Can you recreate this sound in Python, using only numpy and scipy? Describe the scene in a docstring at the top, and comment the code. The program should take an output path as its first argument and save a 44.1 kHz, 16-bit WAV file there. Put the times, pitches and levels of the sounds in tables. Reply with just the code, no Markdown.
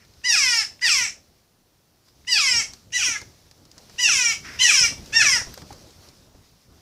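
"""A jackdaw close by gives seven harsh falling calls in a garden: syrinx partials through throat and beak, with echo.
Tiny beak clicks precede most calls; another bird is heard twice from far off as noise in throat resonances.
Doves and a sparrow shuffle on the paving among seeds: noise-burst ticks, damped-sine thumps, patchy noise rustle.
Under them lie lumpy low rumble, microphone hiss and three thin high tones."""
import sys
import numpy as np
from scipy import signal
from scipy.fft import rfft, irfft, next_fast_len
from scipy.io import wavfile
from scipy.ndimage import uniform_filter1d, map_coordinates

SR = 44100
rng = np.random.default_rng(int(sys.argv[2]) if len(sys.argv) > 2 else 0)


def master_out(mix):
    """Clip the mix to full scale and print it as 16-bit PCM to the path in sys.argv[1]."""
    frames = np.transpose(np.atleast_2d(mix))
    ceiling = np.clip(frames, -1, 1)
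    pcm = np.round(ceiling * 32767).astype(np.int16)
    wavfile.write(sys.argv[1], SR, pcm)


N = 300321
TOP_HZ = 15600  # upper band limit


def amp(db):
    """Amplitude factor of a level in dB."""
    return 10 ** (np.asarray(db) / 20)


def unit(x):
    """x scaled to rms 1."""
    return x / np.sqrt(np.mean(np.abs(x) ** 2) + 1e-20)


def along(points, hz):
    """(frequency [Hz], value) points read on a log frequency axis."""
    f, v = np.transpose(points)
    return np.interp(np.log(hz + 1), np.log(f + 1), v)


def over_time(points, t):
    """(time [s], value) points read at t."""
    s, v = np.transpose(points)
    return np.interp(t, s, v)


def wobble(knots_per_s, count=N):
    """A smooth random curve: spline through normal random knots."""
    knots = rng.standard_normal(int(count * knots_per_s / SR) + 4)
    return map_coordinates(knots, [np.arange(count) * knots_per_s / SR])


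def filtered(x, response):
    """x through a complex response of frequency."""
    m = next_fast_len(len(x) + 8192)
    spectrum = rfft(x, m) * response(np.fft.rfftfreq(m, 1 / SR))
    return irfft(spectrum, m)[:len(x)]


def resonance(f, hz, width_hz):
    """Causal second-order band resonance, gain 1 at its centre."""
    return 1j * f * width_hz / (hz * hz - f * f + 1j * f * width_hz)


def rush(spectrum, patchy_db):
    """Shaped noise of rms 1 with time-frequency patches of random gain."""
    z = signal.stft(rng.standard_normal(N), nperseg=512)[2]
    field = uniform_filter1d(rng.standard_normal(z.shape), 6, 0)
    field = uniform_filter1d(field, 12, 1)
    x = signal.istft(z * amp(patchy_db * unit(field)), nperseg=512)[1][:N]
    return unit(filtered(x, lambda hz: amp(along(spectrum, hz))))


def jackdaw():
    """The near bird: every call plus its own garden echo."""
    # stages and pitch of each call: (start [s], arch top [s], break [s], close [s], end [s], top [Hz],
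    #  before break [Hz], low voice [Hz], glide [Hz], sag [Hz/s], glide time constant [s], closing drop [Hz])
    stages = [(.234, .262, .353, .605, .675, 1010, 814, 532, 205, 370, .048, 87),
              (.809, .823, .886, 1.043, 1.125, 1013, 814, 577, 164, 806, .044, 79),
              (2.266, 2.291, 2.38, 2.59, 2.675, 1010, 796, 515, 198, 311, .052, 80),
              (2.918, 2.945, 3.027, 3.157, 3.2, 1003, 706, 496, 141, 578, .03, 53),
              (3.978, 4.006, 4.091, 4.302, 4.385, 1008, 821, 499, 217, 224, .052, 76),
              (4.585, 4.618, 4.71, 4.845, 4.93, 1024, 781, 497, 172, 245, .048, 74),
              (5.12, 5.164, 5.219, 5.353, 5.44, 922, 843, 573, 156, 707, .043, 51)]
    # resonances and levels of each call: (tone at onset [dB], in the arch [dB], at the break [dB],
    #  after the glide [dB], at the close [dB], beak at full strength [dB], at the close [dB],
    #  throat at onset [Hz], at the break [Hz], after the glide [Hz], at the close [Hz],
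    #  beak early [Hz], late [Hz], odd partials in the arch [dB], after the break [dB], at the close [dB])
    voices = [(-21.5, -24.5, -19.5, -22, -27, -21, -27, 2310, 2350, 2270, 2130, 5190, 5250, -1, -7, 0.5),
              (-19, -23.5, -20, -23.5, -28.5, -19.5, -31.5, 2010, 2420, 2410, 2230, 5090, 5780, -0.5, -12.5, 0.5),
              (-25, -24.5, -19, -24, -29, -21, -27.5, 2400, 2600, 2350, 2300, 5080, 5520, 0, -11, 2.5),
              (-26.5, -26.5, -24, -32.5, -31, -28.5, -47.5, 2600, 2650, 2100, 1900, 5700, 5670, -4.5, -3, 3.5),
              (-21.5, -27, -20, -24.5, -29.5, -21.5, -29.5, 2500, 2620, 2410, 2400, 5620, 5640, 1.5, -6, 3.5),
              (-17, -21, -17.5, -26.5, -28, -19.5, -29, 2710, 2380, 2470, 2360, 5600, 5380, -1.5, -9, 5.5),
              (-19, -26, -17.5, -21, -22, -21.5, -25, 2240, 2080, 2080, 1730, 5500, 5550, -1, -4, -6.5)]
    # roughness of each call: (halfway partials at 1005.5 Hz pitch [dB], base rasp [dB], base flutter [dB])
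    grains = [(-30, -24, 2.6), (-22, -20, 2.5), (-32, -23.5, 2.6), (-26, -15, 4), (-26, -22, 2.8),
              (-22, -18, 3.8), (-18, -21, 3.8)]
    # echo strength: (frequency [Hz], gain [dB])
    echo_gain = [(700, -8), (2500, -5.5), (4000, 1), (5500, -2), (12000, 8.5)]
    out = np.zeros(N + SR)
    for row, voice, grain in zip(stages, voices, grains):
        start, x = call(row, voice, *grain)
        echo = filtered(garden(x, delay_s=.003), lambda hz: amp(along(echo_gain, hz)))
        out[start:][:len(x)] += x
        out[start:][:len(echo)] += echo
    return out[:N]


def call(row, voice, half_db, rasp_db, flutter_db, count=36):
    """One call: partials of the syrinx, each unsteady, through throat and beak."""
    # skirt under the throat resonance: (frequency [Hz], gain [dB])
    low_skirt = [(400, -37), (760, -16), (1000, -21), (1400, -12), (2000, -16), (3600, -29.5),
                 (5000, -28.5), (15800, -79.5)]
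    # skirt over the beak resonance: (frequency [Hz], gain [dB])
    high_skirt = [(3000, -43), (7000, -20), (9000, -29.5), (12000, -43), (13500, -41.5), (15800, -51.5)]
    t = np.arange(round(row[0] * SR), round(row[4] * SR)) / SR
    n = len(t)
    jitter = 1 + .002 * flutter_db * wobble(70, count=n)
    f0 = uniform_filter1d(pitch_hz(t, *row), size=200) * jitter
    level_db, throat_hz, beak_db, beak_hz, odd_db = shape(t, row[:5], voice)
    # breathy onset and end: the tone is weak there, the air is not
    onset = 1 - np.exp(-(t - t[0]) / .012)
    ending = 1 - np.exp(-((t[-1] - t) / .045) ** 2)
    voiced = onset * ending
    rasp_db = rasp_db + 7 * (1 - voiced)
    turn = 2 * np.pi * np.cumsum(f0) / SR
    out, power = np.zeros(n), np.zeros(n)
    for k in np.r_[np.arange(1, count + 1), np.arange(1, 8) + .5]:
        whole = k % 1 == 0
        f = k * f0
        throat = np.abs(resonance(f, throat_hz, 1100)) ** 3 + amp(along(low_skirt, f))
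        throat = throat * amp(-9 * (k == 1))  # weaker fundamental
        beak = np.abs(resonance(f, beak_hz, 1200)) ** 3 + amp(along(high_skirt, f))
        top = (f < TOP_HZ) / (1 + (f / 13300) ** 10)
        gain = throat + amp(beak_db) * beak * top
        power += throat ** 2 / 2 * whole
        # unequal half cycles set the odd partials; unequal cycles at high pitch add partials halfway
        if whole:
            tone = amp(odd_db * (k % 2))
        else:
            tone = amp(half_db + 0.055 * (f0 - 1005.5))
        high = np.clip((f - 2500) / 3000, 0, 1.2)
        tone = tone * voiced * amp((flutter_db + 2.14 * high) * wobble(60.13, count=n))
        # turbulent air smears each partial over the gap to the next, more so in the treble
        air = wobble(800, count=n) + 1j * wobble(800, count=n)
        rasp = amp(rasp_db + (10.5 + .005 * f0) * high) * air * whole
        drift = (0.094 * flutter_db + 0.42 * high) * wobble(109.13, count=n)
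        phase = k * turn + rng.uniform(0, 2 * np.pi) + drift
        out += gain * np.real((tone + rasp) * np.exp(1j * phase))
    fade = np.clip(np.minimum(t - t[0], t[-1] - t) / .007, 0, 1)
    return round(t[0] * SR), fade * amp(level_db) * out / np.sqrt(power + 1e-3)


def pitch_hz(t, start, arch, brk, close, end, top_hz, edge_hz, low_hz, glide_hz, sag_hz, glide_s, close_hz):
    """A rounded arch, a break to a fall that slows to a steady sag, then the closing drop."""
    scoop_hz, scoop_s, round_s = 170, .009, .02  # pitch sets in flat and catches up; rounding of the arch top
    snap_hz, snap_s, close_s = 70, .004, .04  # quick fall right after the break; length of the closing drop

    def bend(s):
        return np.hypot(s - arch, round_s) - round_s

    high = top_hz - (top_hz - edge_hz) * bend(t) / bend(brk)
    high = high - scoop_hz * np.exp(-(t - start) / scoop_s)
    u = np.abs(t - brk)
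    low = low_hz - sag_hz * u + glide_hz * np.exp(-u / glide_s) + snap_hz * np.exp(-u / snap_s)
    drop = close_hz * np.clip((t - close) / close_s, 0, 1) ** 2
    return np.where(t < brk, high, low - drop)


def shape(t, times, voice):
    """Level, resonances and odd partials follow the stages of the call."""
    attack_s, attack_db, arch_s, release_db = 0.021, 13, .06, 19.5  # of the tone
    settle_s, settle_db = 0.027, 3.5  # the tone steps down after the break
    glide_end_s, hold_s = .11, 0.0089  # break to glide end; hold into the close
    shut_db, opening_db, beak_arch_db = 24.5, 11.5, 4.5  # beak under full strength
    beak_release_db = 23  # beak fall at the end
    start, _, brk, close, end = times
    onset, arch, peak, glide, last, beak, beak_last = voice[:7]
    attack, top, settle = start + attack_s, start + arch_s, brk + settle_s
    glided, held = brk + glide_end_s, close + hold_s
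    level_db = np.interp(t, [start, attack, top, brk, settle, glided, held, end],
                         [onset - attack_db, onset, arch, peak, peak - settle_db, glide, last, last - release_db])
    beak_db = np.interp(t, [start, attack, top, brk, settle, held, end],
                        [beak - shut_db, beak - opening_db, beak - beak_arch_db, beak - beak_arch_db,
                         beak, beak_last, beak_last - beak_release_db])
    throat_hz = np.interp(t, [attack, brk, glided, held], voice[7:11])
    beak_hz = np.interp(t, [top, held], voice[11:13])
    odd_db = np.where(t < brk, voice[13], np.interp(t, [brk, held], voice[14:]))
    return level_db, throat_hz, beak_db - level_db, beak_hz, odd_db


def garden(x, delay_s):
    """Hedges and walls answer: a noise tail in which each frequency dies at its own speed."""
    # reverberation: (frequency [Hz], t60 [s])
    t60 = [(500, 0.25), (2500, 0.23), (5500, 0.24), (12000, 0.21)]
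    hz, t, z = signal.stft(rng.standard_normal(SR // 2), SR, nperseg=256)
    decay = amp(-60 * t / along(t60, hz)[:, None])
    tail = signal.istft(z * decay, SR, nperseg=256)[1]
    delayed = np.pad(x, (round(delay_s * SR), 0))
    return signal.fftconvolve(delayed, tail / np.linalg.norm(tail))


def beak_clicks():
    """The beak clicks open just before a call: a tiny damped knock in the throat's range."""
    # clicks: (time [s], level [dB])
    openings = [(.217, -55), (.794, -47), (2.249, -51), (2.906, -54), (3.961, -50), (5.105, -49)]
    out, t = np.zeros(N + SR), np.arange(SR // 40) / SR
    for s, db in openings:
        hit = rng.standard_normal(len(t)) + 6 * (t == 0)
        knock = unit(filtered(hit, lambda f: resonance(f, 2200, 1500) ** 2))
        out[round(s * SR):][:len(t)] += amp(db - 60 * t / 0.016) * knock
    return out[:N]


def far_bird():
    """Distance blurs the partials of hoarse calls into noise inside the throat resonances."""
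    # distant calls: (start [s], end [s], level before attack and fade [dB])
    far_calls = [(-.05, 0.06, -56.5), (4.423, 4.596, -36)]
    # throat resonances: (centre [Hz], width [Hz], gain [dB])
    modes = [(1380, 1100, -9.5), (2040, 830, -3.5), (5350, 1000, -6.5)]
    attack_s, fade_db_per_s = 0.032, 49
    t = np.arange(N) / SR
    level = np.zeros(N)
    for s, end, db in far_calls:
        attack = np.clip((t - s) / attack_s, 0, 1) ** 2
        level += amp(db - fade_db_per_s * np.abs(t - s)) * attack * (t < end)

    def throat(f):
        return sum(amp(db) * np.abs(resonance(f, hz, width_hz)) ** 2 for hz, width_hz, db in modes)

    return level * amp(1.2 * wobble(60)) * unit(filtered(rng.standard_normal(N), throat))


def ticks():
    """Beaks and claws on stone and seed: a bright snap, a duller knock and a thin top."""
    # cracks: (time [s], level before a 10 dB cut [dB], dull part before a 2.5 dB lift [dB],
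    #  thin top before a 1.5 dB cut [dB])
    cracks = [(0.0501, -44.5, -16.5, -28.5), (0.1373, -43, -12, -23), (2.0841, -43.5, -7, -30),
              (2.7355, -25, -18, -33), (3.2157, -29, -4.5, -24.5), (3.5125, -35.5, -10, -30),
              (3.5783, -43, -13, -14), (3.6526, -39.5, -11, -18.5), (3.7149, -34.5, -24, -31),
              (3.7804, -30.5, -11.5, -39), (3.8972, -36.5, -4.5, -27), (5.0602, -31, -23, -25),
              (5.5407, -27.5, -10.5, -1.5), (5.5766, -30.5, -2.5, -26.5), (5.619, -33.5, -1.5, -29),
              (5.7271, -29.5, -8, -24), (5.906, -37, -30.5, -34), (6.0882, -36, -25, -38.5)]
    out, t = np.zeros(N + SR), np.arange(SR // 20) / SR
    for s, db, dull_db, top_db in cracks:
        a, b, c = rng.standard_normal((3, len(t))) + 6 * (t == 0)  # a sharp first contact, then grit
        snap = unit(filtered(a, lambda f: resonance(f, 4920, 2500) ** 2)) * amp(-60 * t / 0.034)
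        knock = unit(filtered(b, lambda f: resonance(f, 940, 1800) ** 2))
        knock = knock * amp(dull_db + 2.5 - 60 * t / 0.035)
        top = unit(filtered(c, lambda f: resonance(f, 12500, 5000) ** 2))
        top = top * amp(top_db - 1.5 - 60 * t / 0.0099)
        out[round(s * SR):][:len(t)] += amp(db - 10) * (snap + knock + top)
    return out[:N]


def thumps():
    """Soft bumps of feet and wings: a heavily damped sine under a dull puff of noise."""
    # bumps: (time [s], level [dB], pitch [Hz])
    bumps = [(3.082, -30, 313), (3.22, -34, 100), (3.77, -43, 78.1), (4.811, -25, 143), (4.837, -26, 57),
             (4.921, -27, 260), (5.17, -30, 950), (5.222, -33, 96), (5.249, -30, 650), (5.339, -31.5, 80),
             (5.374, -31.5, 870), (5.413, -26.5, 91.5), (5.469, -31, 37.4), (5.574, -34.5, 530),
             (5.705, -31, 810), (5.718, -32.5, 106), (6.347, -41.5, 54)]
    out, t = np.zeros(N + SR), np.arange(SR // 8) / SR
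    for s, db, hz in bumps:
        life_s = 0.2 / hz + 0.0053
        push = t / life_s * np.exp(-2 * t / life_s) * np.sin(2 * np.pi * hz * t) * np.e
        puff = unit(filtered(rng.standard_normal(len(t)), lambda f: resonance(f, 350, 900) ** 2))
        puff = 0.33 * puff * amp(-60 * t / 0.078) * (1 - np.exp(-t / 0.0014))
        out[round(s * SR):][:len(t)] += amp(db) * (push + puff)
    return out[:N]


def ground():
    """Lumpy rumble, patchy rustle of feathers and seeds, steady hiss and thin high tones."""
    # rumble spectrum: (frequency [Hz], relative density [dB])
    rumble_spectrum = [(12, -38.5), (20, -10.5), (76, 0), (120, -2), (163, -5), (742, -16.5), (1140, -24.5),
                       (1500, -26), (1950, -50.5), (3300, -120)]
    # rumble course: (time [s], level [dB])
    rumble_level = [(0.0, -63), (0.47, -50.5), (0.81, -57.5), (1.02, -49.5), (1.23, -59.5), (1.44, -70),
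                    (2.03, -69), (2.58, -46), (2.85, -61), (3.1, -48.5), (3.4, -58), (3.75, -57.5),
                    (4.05, -48.5), (4.84, -47.5), (5.04, -44), (5.56, -47.5), (6.16, -54), (6.62, -60.5),
                    (6.81, -54.5)]
    # rustle spectrum: (frequency [Hz], relative density [dB])
    rustle_spectrum = [(530, -35.5), (900, -2.5), (2380, -3), (3170, -2.5), (4430, 2), (5500, 4.5),
                       (8070, -7.5), (14700, -13), (15800, -21)]
    # rustle course: (time [s], level [dB])
    rustle_level = [(0.0, -63.5), (0.2, -59.5), (0.78, -60), (1.25, -64), (1.536, -72.5), (1.836, -70.5),
                    (2.78, -55), (2.9, -63.5), (3.3, -56), (3.618, -62.5), (3.95, -53), (5.0, -49),
                    (5.5, -49.5), (5.864, -55), (6.02, -54.5), (6.436, -63), (6.81, -63)]
    # hiss spectrum: (frequency [Hz], relative density [dB])
    hiss_spectrum = [(15, -27.5), (25, 0), (43, -4.5), (99, 0.5), (359, -5), (2170, -18), (5730, -16.5),
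                     (7910, -22), (15500, -20)]
    # thin high tones: (frequency [Hz], mean peak level [dB])
    whine_tones = [(9168, -87.5), (14320, -96.5), (14998, -92)]
    hiss_db = -64
    t = np.arange(N) / SR
    lumps_db = 1.7 * wobble(16)
    rumble = unit(amp(lumps_db) * rush(rumble_spectrum, patchy_db=2.5))
    rumble = amp(over_time(rumble_level, t)) * rumble
    stir_db = 1.6 * wobble(25)
    rustle = unit(amp(stir_db) * rush(rustle_spectrum, patchy_db=-1.5))
    rustle = amp(over_time(rustle_level, t)) * rustle
    whine = np.zeros(N)
    for hz, db in whine_tones:
        whine += amp(db + 1.5 * wobble(6)) * np.sin(2 * np.pi * hz * t + 1.5 * wobble(30))
    hiss = amp(hiss_db) * rush(hiss_spectrum, patchy_db=0.4)
    return rumble + rustle + whine + hiss


def scene():
    """Sum of all sources, one channel."""
    near_bird = jackdaw() + beak_clicks()
    return (near_bird + far_bird() + ticks() + thumps() + ground())[None]


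def record(dry):
    """The small camera keeps nothing above its band limit: a brick-wall low-pass."""
    return filtered(dry[0], lambda hz: hz < TOP_HZ)[None]


dry = scene()
out = record(dry)
master_out(out)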